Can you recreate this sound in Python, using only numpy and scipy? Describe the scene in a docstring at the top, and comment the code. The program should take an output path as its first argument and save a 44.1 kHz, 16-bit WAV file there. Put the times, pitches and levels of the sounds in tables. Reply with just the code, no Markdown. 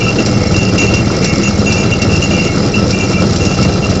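"""A sugarcane press at a roadside, four seconds on one microphone, close by.
From the start its single-cylinder engine thuds once a turn and the valve gear clatters; the open gears
rumble, their dry teeth scrape in short ringing squeals, and loose iron rattles and now and then clanks.
From 1.6 to 2.8 s the rollers bump four times as they bite; after that the frame gives a few dull clangs,
and the press runs on."""
import sys
import numpy as np
from scipy import signal
from scipy.fft import rfft, irfft
from scipy.io import wavfile
from scipy.ndimage import uniform_filter1d, minimum_filter1d

SR = 44100
rng = np.random.default_rng(int(sys.argv[2]) if len(sys.argv) > 2 else 0)


def pcm_store(signal):
    """Save signal as 16-bit PCM."""
    levels = np.round(np.clip(np.atleast_2d(signal), -1, 1) * 32767)
    wavfile.write(sys.argv[1], SR, levels.astype(np.int16).T)


N = 176400
T = np.arange(N) / SR
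CRANK_HZ, SPEED_WANDER = 18.665, 0.0032

# engine hum: crank_multiple, relative_db
HUM_HARMONICS = [(1, -43.5), (2, -25.5), (4, -23.5), (5, -19), (6, -18), (7, -33.5), (8, -29.5), (9, -34),
                 (10, -19), (11, -21.5), (18, -37)]
# spectrum of the engine's thuds: frequency_hz, relative_db
THUD_SPECTRUM = [(20, -42.5), (55, -29), (75, 6.5), (100, -11.5), (150, -10.5), (205, 4.5), (245, -19),
                 (400, -13.5), (900, -44)]
# valve and injector knocks over one engine cycle of two turns: cycle_share, relative_db
VALVE_KNOCKS = [(.07, -1), (.29, -3), (.55, -9), (.77, -3), (.98, -7.5)]
# spectrum of those knocks: frequency_hz, relative_db
KNOCK_SPECTRUM = [(150, -26.5), (300, 1.5), (520, -2.5), (1020, -9.5), (1330, 0), (1600, -14),
                  (8000, -54.5)]
# ticks of the valve gear: cycle_share, relative_db
VALVE_TICKS = [(.08, 3), (.38, -3.5), (.62, -5), (.78, -2), (.89, 4)]
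# rumble of gears and frame: frequency_hz, relative_db
RUMBLE_SPECTRUM = [(20, -45.5), (45, -30), (70, -19), (100, 1.5), (200, 2), (245, -5.5), (330, -1),
                   (510, -7.5), (630, -9.5), (1020, -21.5), (1320, -17.5), (1550, -23.5), (3400, -27.5),
                   (5500, -26.5), (7200, -36), (9000, -58.5)]
# bright rattle of loose iron: frequency_hz, relative_db
RATTLE_SPECTRUM = [(500, -37.5), (1500, -12), (3600, -7), (4100, -2.5), (5500, 6.5), (6400, -5.5),
                   (7200, -2), (9000, -35.5)]
# ringing of the rattled frame: pitch_hz, width_hz, level_db
FRAME_MODES = [(498.3, 8.4, -29), (805, 5.5, -38), (1312, 73, -33.5), (1930, 54, -45.5), (2385, 25, -40.5),
               (2740, 14, -34), (4074, 45, -39), (5020, 19, -38), (5820, 9.7, -47), (7330, 29, -54)]
# squeals of the gear teeth: start_s, length_s, main_drive_db, low_drive_db, high_drive_db
TOOTH_SQUEALS = [(0.007, 0.094, -19, -33.5, -45.5), (0.186, 0.025, -21, -42, -44),
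                 (0.543, 0.14, -22.5, -52, -41), (0.779, 0.069, -18.5, -32, -31.5),
                 (0.873, 0.025, -22, -43, -40), (0.937, 0.056, -20.5, -46, -43.5),
                 (1.225, 0.1, -27, -35, -40), (1.434, 0.042, -20, -50, -33),
                 (1.66, 0.18, -22, -33.5, -36.5), (1.916, 0.031, -20.5, -37, -45),
                 (2.014, 0.012, -20.5, -45, -44), (2.09, 0.087, -24, -44, -47),
                 (2.221, 0.022, -17, -45, -34), (2.309, 0.17, -22, -34, -41.5),
                 (2.738, 0.037, -19, -48, -47), (2.928, 0.05, -25.5, -26.5, -45),
                 (2.998, 0.052, -23, -33, -39), (3.13, 0.07, -24.5, -30, -52),
                 (3.407, 0.14, -25.5, -50, -39), (3.625, 0.038, -25.5, -35, -42),
                 (3.826, 0.033, -26, -56, -51)]
# a scraped gear's main, low and two high tones: pitch_hz, flutter_hz, roughness, gain_db
GEAR_MODES = [(2746, 58, 1.5, 2), (2365, 35, 1.1, 3), (6720, 43, 1.5, 6.5), (6020, 80, 1.7, 3)]
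# clanks of loose iron: start_s, relative_db
IRON_CLANKS = [(0.2603, -11.5), (0.5638, -12.5), (0.783, -12.5), (0.815, -15.5), (0.9395, -11),
               (1.2445, -9), (1.722, -11.5), (2.0185, -11), (2.906, -11), (3.36, -13), (3.452, -13),
               (3.6266, -14), (3.8985, -14.5)]
# noisy part of a clank: frequency_hz, relative_db
CLANK_SPECTRUM = [(3400, -11.5), (4100, -8), (5600, 0.5), (6400, -10.5), (8000, -29)]
# dull clangs of the frame: start_s, level_db
FRAME_CLANGS = [(.065, -19), (2.78, -16.5), (3.097, -17.5), (3.185, -20), (3.588, -17.5)]
# heavy bumps of the rollers as they bite: start_s, level_db
ROLLER_BUMPS = [(1.59, -10), (1.9, -15), (2.595, -8.5), (2.77, -11)]
# swell and fade of a rubbing wheel: time_s, relative_db
WHEEL_LEVELS = [(0, -42), (.28, -33.5), (.65, -36.5), (1.5, -27.5), (1.75, -47), (1.93, -32.5), (2.15, -44),
                (2.42, -31), (2.9, -51), (3.25, -43), (4, -51)]


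def engine_hum():
    """Harmonics of the crank, whose speed wanders a little."""
    turns = np.cumsum(CRANK_HZ * (1 + SPEED_WANDER * drift(hz=1.63))) / SR
    hum = sum(amp(db) * np.cos(2 * np.pi * (k * turns + rng.random())) for k, db in HUM_HARMONICS)
    return amp(-16.5) * unit(hum)


def engine_thuds(first_s=.042, width_s=.0033, rebound_s=.012, rebound_gain=.84, low_cut_hz=60.4):
    """A thud and its rebound on every turn: two short pulses of deep noise."""
    offset_s = (((T - first_s) * CRANK_HZ + .5) % 1 - .5) / CRANK_HZ  # from the nearest thud
    push = np.exp(-(offset_s / width_s) ** 2)
    rebound = rebound_gain * np.exp(-((offset_s - rebound_s) / width_s) ** 2)
    body = colour(rng.standard_normal(N), THUD_SPECTRUM)
    body /= abs(signal.hilbert(body)) + 1  # evens out the strength of the thuds
    low_cut = signal.butter(3, low_cut_hz, "high", fs=SR, output="sos")
    return amp(-18.5) * unit(signal.sosfilt(low_cut, (push + rebound) * body))


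def valve_gear():
    """Valves and injector knock and tick in the same pattern every engine cycle."""
    knocks = bursts(cycle_hits(VALVE_KNOCKS, spread_db=6, jitter_s=.0012), decay_s=.0027)
    ticks = bursts(cycle_hits(VALVE_TICKS, spread_db=2, jitter_s=.0016), decay_s=.0035)
    return amp(-31) * colour(knocks, KNOCK_SPECTRUM) + amp(-32.5) * colour(ticks, RATTLE_SPECTRUM)


def press():
    """The gears rumble, loose parts rattle, and the iron frame rings under small blows."""
    rumble = colour(rng.standard_normal(N) * amp(2 * drift(hz=39.8)), RUMBLE_SPECTRUM)
    chatter = bursts(strikes(per_s=180, spread_db=9.5), decay_s=.0033)
    rattle = colour(chatter * amp(4.2 * drift(hz=2.4)), RATTLE_SPECTRUM)
    frame = sum(amp(db) * ring(strikes(per_s=90, spread_db=5.5), hz, width_hz)
                for hz, width_hz, db in FRAME_MODES)
    return amp(-14) * rumble + amp(-34) * rattle + frame


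def gear_squeals(rise_s=.00064, fall_s=.02, sag_db_per_s=17.5, detune=.0026):
    """Dry teeth bite, ring the gear and slide off; each contact favours other tones."""
    squeals = np.zeros(N)
    for start_s, length_s, main_db, low_db, high_db in TOOTH_SQUEALS:
        t = np.arange(0, length_s + .1, 1 / SR)
        tone = np.zeros(len(t))
        for (hz, flutter_hz, rough, db), drive_db in zip(GEAR_MODES, (main_db, low_db, high_db, high_db)):
            pitch_hz = hz * (1 + detune * rng.standard_normal())
            tone += amp(drive_db + db) * sing(pitch_hz, flutter_hz, rough, size=len(t))
        bite = np.minimum(t / rise_s, 1)
        sag = amp(-sag_db_per_s * (t - length_s / 2))
        release = np.exp(-np.maximum(t - length_s, 0) / fall_s)
        add(squeals, start_s, tone * bite * sag * release)
    return squeals


def iron_clanks(ring_above_hz=3500):
    """Loose iron clashes: bright noise mixed with the frame's highest modes."""
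    modes = sum(ring(rng.standard_normal(N), hz, width_hz)
                for hz, width_hz, _ in FRAME_MODES if hz > ring_above_hz)
    clash = colour(rng.standard_normal(N), CLANK_SPECTRUM) + amp(-8.5) * unit(modes)
    return amp(-3) * blows(IRON_CLANKS, decay_s=.016) * unit(clash)


def frame_clangs():
    """Harder blows draw a dull, short tone from the frame."""
    return blows(FRAME_CLANGS, decay_s=.022) * sing(hz=1320, flutter_hz=40, rough=.83)


def roller_bumps():
    """The rollers bite with a deep bump."""
    return blows(ROLLER_BUMPS, decay_s=.036) * sing(hz=200, flutter_hz=40, rough=.69)


def jingle(low_hz=3900, high_hz=7400, count=36):
    """Many small loose parts, each ringing briefly at its own pitch when it is shaken."""
    parts = sum(ring(strikes(per_s=12, spread_db=4), hz * rng.uniform(1, 1.01), width_hz=55)
                for hz in np.linspace(low_hz, high_hz, count))
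    return amp(-30) * colour(parts, RATTLE_SPECTRUM)


def rubbing_wheel():
    """Faint behind the gears, a wheel catches, scrapes and sings."""
    scrape = amp(-2) * sing(hz=2080, flutter_hz=220, rough=10)
    catch = unit(amp(4 * drift(hz=10)))
    tone = sing(hz=2186, flutter_hz=5, rough=6)
    swell = amp(np.interp(T, *np.transpose(WHEEL_LEVELS)))
    return swell * catch * (tone + scrape)


def sing(hz, flutter_hz, rough, size=N):
    """The tone of a vibrating part: steady at heart, fluttering in strength and phase."""
    t = np.arange(size) / SR
    noise = rng.standard_normal(size) + 1j * rng.standard_normal(size)
    rolloff = 1 + (np.fft.fftfreq(size, 1 / SR) / flutter_hz) ** 2
    flutter = np.fft.ifft(np.fft.fft(noise) / rolloff)
    flutter /= np.sqrt(np.mean(abs(flutter) ** 2))
    steady = np.exp(2j * np.pi * (hz * t + rng.random()))
    return unit(((1 + rough * flutter) * steady).real)


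def ring(x, hz, width_hz):
    """One decaying mode driven by x, at an rms of one."""
    pole = np.exp((2j * np.pi * hz - np.pi * width_hz) / SR)
    return unit(signal.lfilter([1], [1, -pole], x).imag)


def blows(table, decay_s):
    """Envelope of a series of blows, each dying away."""
    return sum(amp(db) * (T >= start_s) * np.exp(-abs(T - start_s) / decay_s) for start_s, db in table)


def cycle_hits(table, spread_db, jitter_s):
    """Impulses that recur every two turns of the crank, a little uneven."""
    hits = np.zeros(N)
    for cycle in range(int(N / SR * CRANK_HZ / 2) + 1):
        for share, db in table:
            start_s = (cycle + share) * 2 / CRANK_HZ + jitter_s * rng.standard_normal()
            add(hits, start_s, amp([db + spread_db * rng.uniform(-.38, 1)]))
    return hits


def strikes(per_s, spread_db):
    """Random impulses of uneven strength."""
    return (rng.random(N) < per_s / SR) * amp(spread_db * rng.uniform(-1.4, 1, N))


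def bursts(hits, decay_s):
    """Each impulse becomes a short dying burst of noise."""
    envelope = signal.lfilter([1], [1, -np.exp(-1 / (decay_s * SR))], hits + 1e-12)
    return envelope * rng.standard_normal(N)


def colour(x, spectrum, size=8192):
    """Shapes x with a minimum-phase filter, to an rms of one."""
    hz, db = np.transpose(spectrum)
    log_hz = np.log(abs(np.fft.fftfreq(size, 1 / SR)) + 1)
    log_gain = np.log(amp(np.interp(log_hz, np.log(hz), db)))
    response = np.exp(np.conj(signal.hilbert(log_gain)))
    taps = np.fft.ifft(response).real[:size // 2]
    return unit(signal.fftconvolve(x, taps)[:N])


def drift(hz):
    """Bounded random motion up to about this rate."""
    rolloff = 1 + (np.fft.rfftfreq(N, 1 / SR) / hz) ** 4
    wander = unit(irfft(rfft(rng.standard_normal(N)) / rolloff, N))
    return unit(np.tanh(wander / 2))


def add(mix, start_s, sound):
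    """Mixes a sound in at a time."""
    part = mix[max(round(start_s * SR), 0):][:len(sound)]
    part += sound[:len(part)]


def amp(db):
    """Decibels to gain."""
    return 10 ** (np.asarray(db) / 20)


def unit(x):
    """Scales to an rms of one."""
    return x / np.sqrt(np.mean(x ** 2) + 1e-20)


def scene():
    """Engine and press from close by, in mono."""
    engine = engine_hum() + engine_thuds() + valve_gear()
    machinery = press() + jingle() + rubbing_wheel() + gear_squeals()
    impacts = iron_clanks() + frame_clangs() + roller_bumps()
    return (engine + machinery + impacts)[None]


def record(dry, low_cut_hz=30, ceiling=.95, high_cut_hz=8080):
    """The microphone drops the deepest bass, a fast limiter holds the peaks, the top treble is cut."""
    mic = signal.sosfilt(signal.butter(2, low_cut_hz, "high", fs=SR, output="sos"), dry)
    gain = np.minimum(1, ceiling / (abs(mic[0]) + 1e-9))
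    limited = mic * uniform_filter1d(minimum_filter1d(gain, size=120), size=120)
    high_cut = signal.firwin(221, high_cut_hz, window=("kaiser", 9), fs=SR)
    return signal.oaconvolve(limited, high_cut[None], "same")


dry = scene()
out = record(dry)
pcm_store(out)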